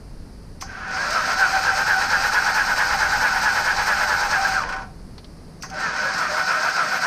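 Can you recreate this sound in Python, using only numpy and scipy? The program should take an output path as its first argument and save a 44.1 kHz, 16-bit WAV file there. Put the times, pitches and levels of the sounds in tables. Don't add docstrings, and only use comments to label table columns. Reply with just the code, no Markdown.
import sys
import numpy as np
from scipy import signal
from scipy.fft import rfft, irfft
from scipy.io import wavfile
from scipy.ndimage import uniform_filter1d, map_coordinates

SR = 44100
rng = np.random.default_rng(int(sys.argv[2]) if len(sys.argv) > 2 else 0)


def level_to_linear(level):
    exponent = np.asarray(level, float) / 20
    return 10 ** exponent


def materialize(psi):
    bounded = np.clip(np.atleast_2d(psi).T, -1, 1)
    quanta = np.round(bounded * 32767).astype(np.int16)
    wavfile.write(sys.argv[1], SR, quanta)


N = 311669

# (frequency [Hz], density [dB per Hz])
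HUM_COLOUR = [(59, -18), (100, -15), (166, -3), (205, -6), (247, -8.5), (369, -16), (466, -15),
              (496, -17.5), (858, -23), (1870, -30.5), (3450, -41.5), (4730, -29), (7210, -43), (9890, -37),
              (15400, -70)]
RUMBLE_COLOUR = [(8.8, -33), (15, 3), (39, 0.5), (83, -3.5), (130, -8.5), (170, -30), (290, -120)]
MIC_HISS_COLOUR = [(10000, -30), (11000, -8), (12500, 0), (14000, -6), (15400, -10)]
# (time [s], level [dB])
RUMBLE_LEVEL = [(0.0, -38), (1.2, -44), (2.5, -40), (4.7, -39.5), (5.4, -42.5), (5.95, -46), (7.07, -59)]

# (frequency [Hz], density [dB per Hz])
RELAY_COLOUR = [(3800, -23), (4700, -8), (5300, -9), (6100, -4), (6900, -16)]
COIL_COLOUR = [(4800, -40), (5450, -12), (5700, 0), (6000, -8), (6700, -40)]
SWITCH_COLOUR = [(410, -35), (700, -6), (1760, -8), (3180, -7), (4440, -1), (5810, -9), (6860, -28),
                 (8210, -24), (15000, -37)]
TICK_COLOUR = [(1060, -40), (1800, -8), (2600, 1.5), (3900, -7.5), (4500, 3.5), (6220, -3), (8140, -7.5),
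               (8820, -6.5), (10800, -20), (12200, -13), (15400, -19)]
# (time [s], level [dB], t60 [s])
RELAY_RINGS = [
    (.611, -34, 0.24),
    (5.624, -36, 0.27),
    (5.699, -43, 0.08),
]
# (time [s], level [dB], t60 [s])
COIL_RINGS = [
    (.6005, -41, .06),
    (5.608, -44, .09),
    (5.636, -42, 0.11),
]
# (time [s], level [dB], t60 [s])
SWITCH_TICKS = [
    (5.1793, -31, 0.067),
    (5.2435, -35, 0.06),
]
# (time [s], bright level [dB], case level [dB], t60 [s])
CLACKS = [
    (.6102, -33, -41, 0.11),
    (.6135, -51, -52, 0.04),
    (.6215, -50, -22, 0.034),
    (5.623, -30, -42, 0.032),
    (5.632, -38, -27.5, 0.091),
    (5.647, -51, -54, .06),
    (5.66, -53, -44, 0.046),
    (5.699, -38, -50, 0.037),
]

# (frequency [Hz], density [dB per Hz])
FRAME_COLOUR = [(110, -22), (160, 1), (260, 0), (400, -5.5), (520, -14)]
LOW_CASE_COLOUR = [(210, -51.5), (350, -17.5), (608, -6.5), (755, -4), (828, -9), (923, 0.5), (1200, -5),
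                   (1560, -28), (2640, -120)]
CASE_COLOUR = [(650, -33.5), (1100, -9.5), (1230, -2.5), (1320, -1.5), (1520, 1), (1640, -6), (1990, -14),
               (2480, -12.5), (2870, -19), (3400, -21), (4420, -56), (7480, -120)]
BRIGHT_COLOUR = [(2000, -36), (3400, -11.5), (3780, -5), (3940, -2), (4710, 2.5), (5460, 0), (6700, -8),
                 (8710, -32), (14700, -120)]
EDGE_COLOUR = [(3940, -30), (6700, -5.5), (7100, -3), (8770, -2), (11000, -24.5), (14300, -48),
               (22000, -120)]
TOP_COLOUR = [(6180, -40), (10500, -19.5), (11100, -30), (11600, -16), (12400, -10), (15500, -21.5)]
# (frequency [Hz], width [Hz], peak over colour [dB])
CASE_MODES = [(503.3, 22, 7.5), (608, 7.7, 10), (750, 4.9, 8), (1060, 58, 3.5), (1350, 12.4, 8),
              (1485, 15.4, 9.5), (1576, 19, 8.5), (1655, 26, 6), (1837, 29, 8), (1975, 26, 9),
              (2152, 36, 7.5), (2383, 14, 7), (2555, 38, 4.5), (3023, 40, 6)]
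FIN_MODES = [(4000, 40, 6), (4300, 35, 4.5), (4555, 30, 5.5), (4847, 35, 5.5), (5080, 30, 4), (5285, 32, 7),
             (5575, 45, 7), (6125, 50, 6), (6236, 28, 8), (6429, 24, 7), (6600, 45, 6), (7428, 34, 6.5),
             (7865, 70, 6), (8437, 40, 6)]
STEEL_MODES = [(7105, 50, 6), (7200, 30, 4), (7683, 40, 9), (8100, 22, 8), (8560, 80, 4), (8846, 60, 6),
               (9250, 40, 5), (9422, 40, 5), (11900, 50, 7), (12300, 50, 7), (12650, 50, 7), (13100, 55, 6),
               (13600, 55, 6), (14200, 60, 6)]

# (time [s], half length [s], level [dB])
COVER_SONGS = [(.646, 0.022, -34.5), (.79, .05, -41), (.89, 0.046, -32.5), (.955, 0.045, -27),
               (1.42, .08, -24), (1.56, 0.075, -18.5), (1.74, 0.067, -21), (1.975, 0.058, -19.5),
               (2.21, 0.06, -30), (2.55, .1, -37), (2.96, 0.042, -22.5), (3.18, .06, -28),
               (3.36, 0.046, -22), (3.78, 0.044, -26.5), (4.41, 0.057, -17.5), (4.505, 0.051, -20.5),
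               (4.57, 0.032, -22), (4.66, .04, -38), (4.78, 0.082, -31.5), (4.88, 0.052, -41),
               (5.66, 0.036, -42), (5.735, .035, -30), (5.82, 0.055, -31), (5.96, .05, -35),
               (6.128, 0.043, -29), (6.42, 0.11, -28)]
PANEL_SONGS = [
    (.99, .04, -38),
    (5.765, .035, -32),
    (6.33, 0.054, -24.5),
    (6.58, 0.044, -26),
    (6.85, .05, -30.5),
]

# (frequency [Hz], density [dB per Hz])
PUFF_COLOUR = [(7500, -30), (8600, -6), (9400, -4), (10500, -6), (11800, -9), (13000, -30)]
VALVE_COLOUR = [(5000, -25), (7500, -2), (9500, -6), (11000, -11), (12300, 0), (15200, -3), (16000, -30)]
# (time [s], bright level [dB], case level [dB], t60 [s])
KNOCKS = [(.7226, -48, -46, .06), (1.1247, -29, -34, .08), (4.533, -31, -32, .07), (4.57, -38, -32, .05),
          (4.617, -35, -32, .06), (5.788, -40, -36, .05), (5.9372, -38, -29, 0.066),
          (.877, -43, -38, 0.087), (.9076, -40, -34, .08), (.965, -38, -18, 0.074), (1.102, -27, -40, .08),
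          (4.6336, -42, -14, 0.032), (4.688, -38.5, -23, 0.13), (4.7224, -38, -21, .07),
          (4.736, -45, -28, .05), (4.7618, -44, -28, .06), (4.782, -53, -32, 0.092),
          (5.7395, -42, -43, .06), (5.7999, -35, -30, .1), (5.9596, -37, -24, 0.11), (6.135, -34, -42, .15),
          (6.1792, -30, -28, .1)]

# (current on [s], chain pulls tight [s], clutch takes up [s], current off [s], gears at rest [s])
RUNS = [
    (0.614, .91, 1.12, 4.53, 4.96),
    (5.64, 5.752, 6.16, 7.5, 7.9),
]
# (time [s], mean tooth rate [Hz])
TOOTH_RATE = [(.75, 380), (.96, 492), (1.01, 543), (1.06, 568), (1.13, 628), (1.22, 662), (1.45, 744),
              (1.85, 802), (2.4, 828), (4.2, 838), (4.553, 778), (4.635, 515), (4.9, 147), (5.72, 350),
              (5.82, 458), (5.855, 447), (5.915, 400), (5.97, 485), (6.01, 506), (6.045, 549), (6.12, 560),
              (6.19, 612), (6.3, 645), (7.07, 694)]
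# (time [s], level [dB])
SHAKING = [(.63, -47), (.70, -34), (.95, -27.5), (1.08, -26), (1.17, -21.5), (1.9, -22), (4.5, -21),
           (4.66, -30), (4.82, -32.5), (4.95, -64), (5.65, -67), (5.74, -35), (5.85, -24), (5.94, -25.5),
           (6.1, -24), (6.2, -23), (6.7, -21.5), (7.07, -24)]
# (time [s], half length [s], share of slack [0..1])
SLACK_MOMENTS = [
    (4.666, .022, 0.36),
    (5.925, 0.04, 0.57),
    (6.118, .018, 0.25),
]
# (time [s], first stroke [dB], second stroke [dB])
TURNS = [(.36, -17, -11), (.78, -7.5, 5), (1.131, 0.5, -1), (1.397, 2, 0), (1.647, 2, 0), (1.88, 1.5, -0.5),
         (2.107, 2, 0.5), (2.335, 2, 0.5), (2.561, 1.5, -1), (2.779, 2, -0.5), (3.001, 1, 0),
         (3.221, 1.5, -1), (3.435, 1.5, -0.5), (3.66, 1, -0.5), (3.88, 1.5, -0.5), (4.092, 0.5, -1.5),
         (4.312, 0.5, -2), (4.54, 4, -6), (4.821, -20, -2), (5.4, -25, 18), (5.81, -4, 0),
         (6.189, -0.5, -0.5), (6.484, 0.5, -2), (6.763, 1, -1), (7.036, 3.5, -4), (7.31, 0, 0)]
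TURN_SPEED = [(0.0, 1.065), (.08, 1.05), (.3, .95), (.4, .93), (.5, .97), (.6, 1.02), (.72, 1.0),
              (.84, .95), (.93, 1.01)]
# (share of turn [0..1], whine [dB], overtone [dB], case rattle [dB], bright rattle [dB])
STROKES = [(0.0, 2.5, 2.5, 0, 3), (.12, 0.5, 12.5, 2.5, -3), (.27, -3.5, 10.5, -1, -2.5),
           (0.366, -5, -10, -2, -2.5), (.5, -2.5, -47, -1, 2), (.6, 2.5, 12, 1.5, 1), (.72, 1, 3, 3, 0.5),
           (.87, -5.5, -9, -5, -2), (.95, -5.5, 4, -1.5, 0.5)]
# (share of turn [0..1], top rattle [dB], puff from plug hole [dB], cover [dB])
BREATHS = [(0.0, 0.5, -12, -11), (.08, 0, -1, -6), (.14, -2.5, 4, -8), (.27, -3, 0, -8), (.36, -3, -12, -3),
           (.48, -1.5, -20, 6), (.62, 2, -12, 3.5), (.78, 2.5, -14, 0), (.87, -7, -25, 8.5),
           (.94, 1, -20, -3)]

# (multiple of tooth rate, level [dB], group [0 whine, 1 overtone, 2 third and fourth])
GEAR_LINES = [(1.0, 0.5, 0), (1.111, -4, 0), (1.778, -12.5, 1), (1.889, -12, 1), (2.0, -3.5, 1),
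              (2.111, -17.5, 1), (2.222, -13, 1), (3.0, 2, 2), (4.0, 3, 2)]
# (frequency [Hz], gain [dB])
WHINE_PATH = [(300, -17), (500, -5), (860, 1), (1050, -4), (1300, 1.5), (1690, 0.5), (1870, 0),
              (1990, -15.5), (3500, -42.5)]
# (free running [dB], under load [dB], rise under load [dB per 100 Hz of tooth rate])
TONES = [
    (-20, -7.5, 3.5),
    (-32, -10.5, -0.2),
    (-17, -28, -7),
]
# (time [s], half length [s], level [dB], group [0..2])
FLARES = [(1.008, 0.057, -23.5, 2), (1.06, .05, -27, 1), (1.071, 0.097, -35.5, 0), (1.175, 0.047, -29.5, 1),
          (1.45, .1, -36, 2), (1.95, 1, -30.5, 1), (4.572, 0.048, -20, 1), (4.623, 0.054, -23, 1),
          (4.46, 0.019, -23, 1), (1.428, 0.067, -26.5, 1), (6.382, .03, -30, 1), (5.866, 0.069, -29, 2),
          (5.874, .06, -36, 0), (6, 0.033, -27.5, 2), (6.064, 0.05, -32.5, 0), (6.082, 0.044, -26.5, 2),
          (6.114, 0.085, -29, 1), (6.202, 0.03, -26.5, 1), (6.325, .05, -31, 0), (.76, 0.057, -44.5, 2),
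          (.83, 0.034, -40, 2), (1.198, 0.19, -31.5, 0), (1.325, .1, -31.5, 0), (1.69, 0.063, -27, 1),
          (1.923, .04, -27, 1), (2.16, .035, -25.5, 1), (6.53, .055, -28.5, 1), (6.666, 0.033, -23, 1),
          (6.801, 0.044, -27.5, 1), (6.952, .03, -28, 1), (7.045, .03, -24.5, 1)]

FULL_HZ = 830


def rms_one(x):
    return x / np.sqrt(np.mean(x ** 2) + 1e-20)


def in_time(rows):
    s, *columns = np.transpose(rows)
    return np.array([np.interp(np.arange(N) / SR, s, column) for column in columns])


def drift(rate_hz):
    knots = rng.standard_normal(4000)
    return map_coordinates(knots, [np.arange(N) / SR * rate_hz], order=3)


def coloured(x, spectrum, modes=()):
    size = 16384
    hz = np.maximum(np.fft.rfftfreq(size, 1 / SR), 1)
    at_hz, db = np.transpose(spectrum)
    gain = level_to_linear(np.interp(np.log(hz), np.log(at_hz), db, db[0] - 38.5, db[-1] - 41.5))
    for mode_hz, width_hz, mode_db in modes:
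        gain = gain * (1 + (level_to_linear(mode_db) - 1) / (1 + (2 * (hz - mode_hz) / width_hz) ** 2))
    cepstrum = irfft(np.log(gain))
    cepstrum[1:size // 2] *= 2
    cepstrum[size // 2 + 1:] = 0
    response = irfft(np.exp(rfft(cepstrum)))
    return signal.fftconvolve(x, response / np.sqrt(np.sum(response ** 2)))[:N]


def grains(per_s, spread_db, hiss):
    sizes = level_to_linear(spread_db * np.minimum(rng.exponential(1, N), 4)) * rng.choice([-1, 1], N)
    contacts = rms_one(sizes * (rng.random(N) < per_s / SR))
    return rms_one(contacts + hiss * rng.standard_normal(N))


def bursts(rows, column, rise_s):
    envelope = np.zeros(N + SR)
    chatter = grains(6000, spread_db=1.5, hiss=1.5)
    age = np.arange(SR // 2) / SR
    for row in rows:
        at = int(row[0] * SR)
        decay = level_to_linear(row[column] - 60 * age / row[-1])
        envelope[at:at + len(age)] += np.minimum(age / rise_s, 1) * decay
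    return envelope[:N] * chatter


def flares(rows):
    fall_db = 17
    t = np.arange(0, N, 32) / SR
    top_db = np.max([row[2] - fall_db * ((t - row[0]) / row[1]) ** 2 for row in rows], axis=0)
    return np.interp(np.arange(N) / SR, t, top_db)


def garage():
    hum = level_to_linear(-43.5 + 0.26 * drift(2.37)) * coloured(rng.standard_normal(N), HUM_COLOUR)
    rumble_gain = level_to_linear(in_time(RUMBLE_LEVEL)[0] + 0.89 * drift(4.0))
    rumble = rumble_gain * coloured(rng.standard_normal(N), RUMBLE_COLOUR)
    hiss = level_to_linear(-76) * coloured(rng.standard_normal(N), MIC_HISS_COLOUR)
    return hum + rumble + hiss


def clacks():
    thud_colour = [(400, -12), (800, 5), (1150, 12.5), (1600, 4), (2200, 0), (3000, -10)]   # (Hz, dB per Hz)
    switch = level_to_linear(-6.5) * coloured(bursts(SWITCH_TICKS, column=1, rise_s=0.00064), SWITCH_COLOUR)
    can = coloured(bursts(RELAY_RINGS, column=1, rise_s=.0015), RELAY_COLOUR, FIN_MODES)
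    coil = coloured(bursts(COIL_RINGS, column=1, rise_s=.004), COIL_COLOUR)
    snap = coloured(bursts(CLACKS, column=1, rise_s=0.00062), TICK_COLOUR, FIN_MODES)
    thud = coloured(bursts(CLACKS, column=2, rise_s=0.0036), thud_colour, CASE_MODES)
    return snap + thud + can + coil + switch


def singing_panel(songs, hz, width_hz, hum_db):
    r = np.exp(-np.pi * width_hz / SR)
    w = 2 * np.pi * hz / SR
    ring = rng.standard_normal(N)
    for _ in range(2):
        ring = signal.lfilter([1, 0, -1], [1, -2 * r * np.cos(w), r * r], ring)
    steady = ring / np.sqrt(uniform_filter1d(ring ** 2, size=1200))
    return steady * level_to_linear(np.maximum(flares(songs), hum_db) - 4.5)


def valves(load):
    s = np.transpose(TURNS)[0]
    seats = (s[:-1, None] + np.diff(s)[:, None] * (.48, .93)).ravel()
    strengths_db = -55 + 4 * rng.standard_normal(len(seats))
    t60_s = .05
    rows = [(at, db, t60_s) for at, db in zip(seats, strengths_db) if at < N / SR]
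    return load * coloured(bursts(rows, column=1, rise_s=.001), VALVE_COLOUR, STEEL_MODES)


def puff(level_db):
    whistle = [(9350, 200, 8)]   # (Hz, width Hz, dB)
    return coloured(rng.standard_normal(N) * level_to_linear(level_db - 35.5), PUFF_COLOUR, whistle)


def knocks():
    sharp = bursts(KNOCKS, column=1, rise_s=0.0026)
    fins = coloured(sharp, BRIGHT_COLOUR, FIN_MODES)
    steel = level_to_linear(-11) * coloured(sharp, EDGE_COLOUR, FIN_MODES + STEEL_MODES)
    top = level_to_linear(-21) * coloured(sharp, TOP_COLOUR, STEEL_MODES)
    cases = coloured(bursts(KNOCKS, column=2, rise_s=0.0039), CASE_COLOUR, CASE_MODES)
    return fins + steel + top + cases


def starter():
    take_up_s, tighten_s = 0.062, 0.065
    coast_lag_s = 0.1
    (tooth_hz,), (shake_db,) = in_time(TOOTH_RATE), in_time(SHAKING)
    t = np.arange(N) / SR

    def ramp(s, span=take_up_s):
        return np.clip((t - s) / span + .5, 0, 1)

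    turning = sum((t > on) & (t < rest) for on, *_, rest in RUNS)
    slack = sum((t > on) - ramp(tight, tighten_s) for on, tight, *_ in RUNS)
    slack = slack + sum(share * np.exp(-((t - s) / half) ** 2) for s, half, share in SLACK_MOMENTS)
    load = sum(ramp(clutch) - ramp(off) for *_, clutch, off, _ in RUNS)
    coast = sum(ramp(off + coast_lag_s) - ramp(rest) for *_, off, rest in RUNS)
    return tooth_hz, np.where(turning, shake_db, -120), load, np.clip(slack, 0, 1), coast


def crank():
    s, first_db, second_db = np.transpose(TURNS)
    angle = np.interp(np.arange(N) / SR, s, np.arange(len(s)))
    loads = []
    for table in (STROKES, BREATHS):
        share, *columns = np.transpose(table)
        loads += [np.interp(angle % 1, share, column, period=1) for column in columns]
    centres = (np.arange(len(s))[:, None] + [.17, .67]).ravel()
    effort_db = np.interp(angle, centres, np.stack([first_db, second_db], axis=1).ravel())
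    speed = np.interp(angle % 1, *np.transpose(TURN_SPEED), period=1)
    return speed, np.array(loads) + effort_db


def rattle(teeth, tooth_hz, shake_db, slack, coast, low_load_db, case_load_db, bright_load_db, top_load_db):
    low_db = shake_db - 9 + 10 * coast
    bright_db = shake_db - 10.5 - 5 * slack - 4 * coast
    top_db = shake_db - 28 - 22 * slack - 5 * coast + .026 * (tooth_hz - FULL_HZ)
    edge_db = 0.54 * bright_db + 0.43 * top_db - 6

    pinion_teeth = 9
    pinion = 2 * np.pi * teeth / pinion_teeth
    throb_db = 0.5 * np.sin(pinion) + 0.24 * np.sin(2 * pinion + 1) + 0.42 * drift(30)
    shared = grains(5000, spread_db=1.5, hiss=1.59) * level_to_linear(throb_db)
    chain = grains(8000, spread_db=3.5, hiss=2.8) * level_to_linear(throb_db)
    finer = rms_one(0.64 * shared + chain)

    bright_level = bright_db + bright_load_db + 0.77 * drift(35)
    edge_level = edge_db + 0.7 * bright_load_db + .3 * top_load_db + 0.72 * drift(30)
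    top_level = top_db + top_load_db + 1.2 * drift(30) + 1.2 * drift(60)
    low = coloured(shared * level_to_linear(low_db + low_load_db), LOW_CASE_COLOUR, CASE_MODES)
    case = coloured(shared * level_to_linear(shake_db + case_load_db), CASE_COLOUR, CASE_MODES)
    bright = coloured(finer * level_to_linear(bright_level), BRIGHT_COLOUR, FIN_MODES)
    edge = coloured(finer * level_to_linear(edge_level), EDGE_COLOUR, FIN_MODES + STEEL_MODES)
    top = coloured(finer * level_to_linear(top_level), TOP_COLOUR, STEEL_MODES)
    frame = coloured(rng.standard_normal(N) * level_to_linear(.5 * shake_db - 37.0), FRAME_COLOUR)
    return frame + low + case + bright + edge + top


def tones(tooth_hz, shake_db, load):
    levels_db = []
    for group, (free_db, load_db, rise_db) in enumerate(TONES):
        loaded_db = load_db + rise_db * (tooth_hz - FULL_HZ) / 100
        steady_db = shake_db + (1 - load) * free_db + load * loaded_db
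        flare_db = flares([row for row in FLARES if row[3] == group])
        levels_db.append(np.maximum(steady_db, flare_db))
    return np.where(shake_db > -100, levels_db, -120)


def whine(teeth, groups_db):
    out = np.zeros(N)
    for multiple, db, group in GEAR_LINES:
        phase = 2 * np.pi * multiple * teeth + .3 * drift(40)
        out += level_to_linear(db + groups_db[group] + 1.6 * drift(26)) * np.sin(phase)
    out += level_to_linear(groups_db[0] - 4) * drift(200) * np.sin(2 * np.pi * 1.06 * teeth)
    out += level_to_linear(groups_db[1] - 13) * drift(300) * np.sin(2 * np.pi * 2.05 * teeth)
    soft_modes = [(hz, 2 * width_hz, .4 * db) for hz, width_hz, db in CASE_MODES]
    return level_to_linear(-11) * coloured(out, WHINE_PATH, soft_modes)


def scene():
    tooth_hz, shake_db, load, slack, coast = starter()
    whine_db, overtone_db, third_db = tones(tooth_hz, shake_db, load)
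    swing = load * np.clip(1 - .006 * (tooth_hz - 795), 0, 1.4)
    speed, loads = crank()
    loads = loads * np.clip(load, .3, 1)
    whine_load, overtone_load, case_load, bright_load, top_load, puff_load, cover_load = loads
    teeth = np.cumsum(tooth_hz * (1 + swing * (speed - 1))) / SR

    gears = whine(teeth, [whine_db + whine_load, overtone_db + overtone_load, third_db])
    calm_db = -1.5 * np.clip((flares(FLARES) + 38.5) / 21.5, 0, 1)
    loose = rattle(teeth, tooth_hz, shake_db, slack, coast,
                   whine_load, case_load + calm_db, bright_load, top_load)
    air = puff(shake_db + puff_load - 40 * (1 - load))
    engine = gears + loose + air + knocks() + valves(load)

    cover_hum_db = shake_db - 15.5 + cover_load - 6 * slack
    cover = singing_panel(COVER_SONGS, 767.6, 13.8, cover_hum_db)
    panel = singing_panel(PANEL_SONGS, 609, 28, -120)
    return np.tile(engine + cover + panel + clacks() + garage(), (2, 1))


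def top_cut(x):
    return signal.sosfilt(signal.butter(12, 15620, fs=SR, output="sos"), x)


def record(dry):
    wide_from_hz, cutoff_hz = 10900, 15270
    top_octave = signal.ellip(8, .5, 70, wide_from_hz, "high", fs=SR, output="sos")
    dry = .5 * np.tanh(dry / .5)
    high = signal.sosfiltfilt(top_octave, dry[0])
    unlinked = high * np.sign(drift(250))
    side = level_to_linear(-1.5) * signal.sosfilt(top_octave, unlinked) - .2 * high
    cut = signal.ellip(10, .5, 80, cutoff_hz, fs=SR, output="sos")
    mix = signal.sosfilt(cut, dry + side * [[1], [-1]])
    return top_cut(mix)


dry = scene()
out = record(dry)
materialize(out)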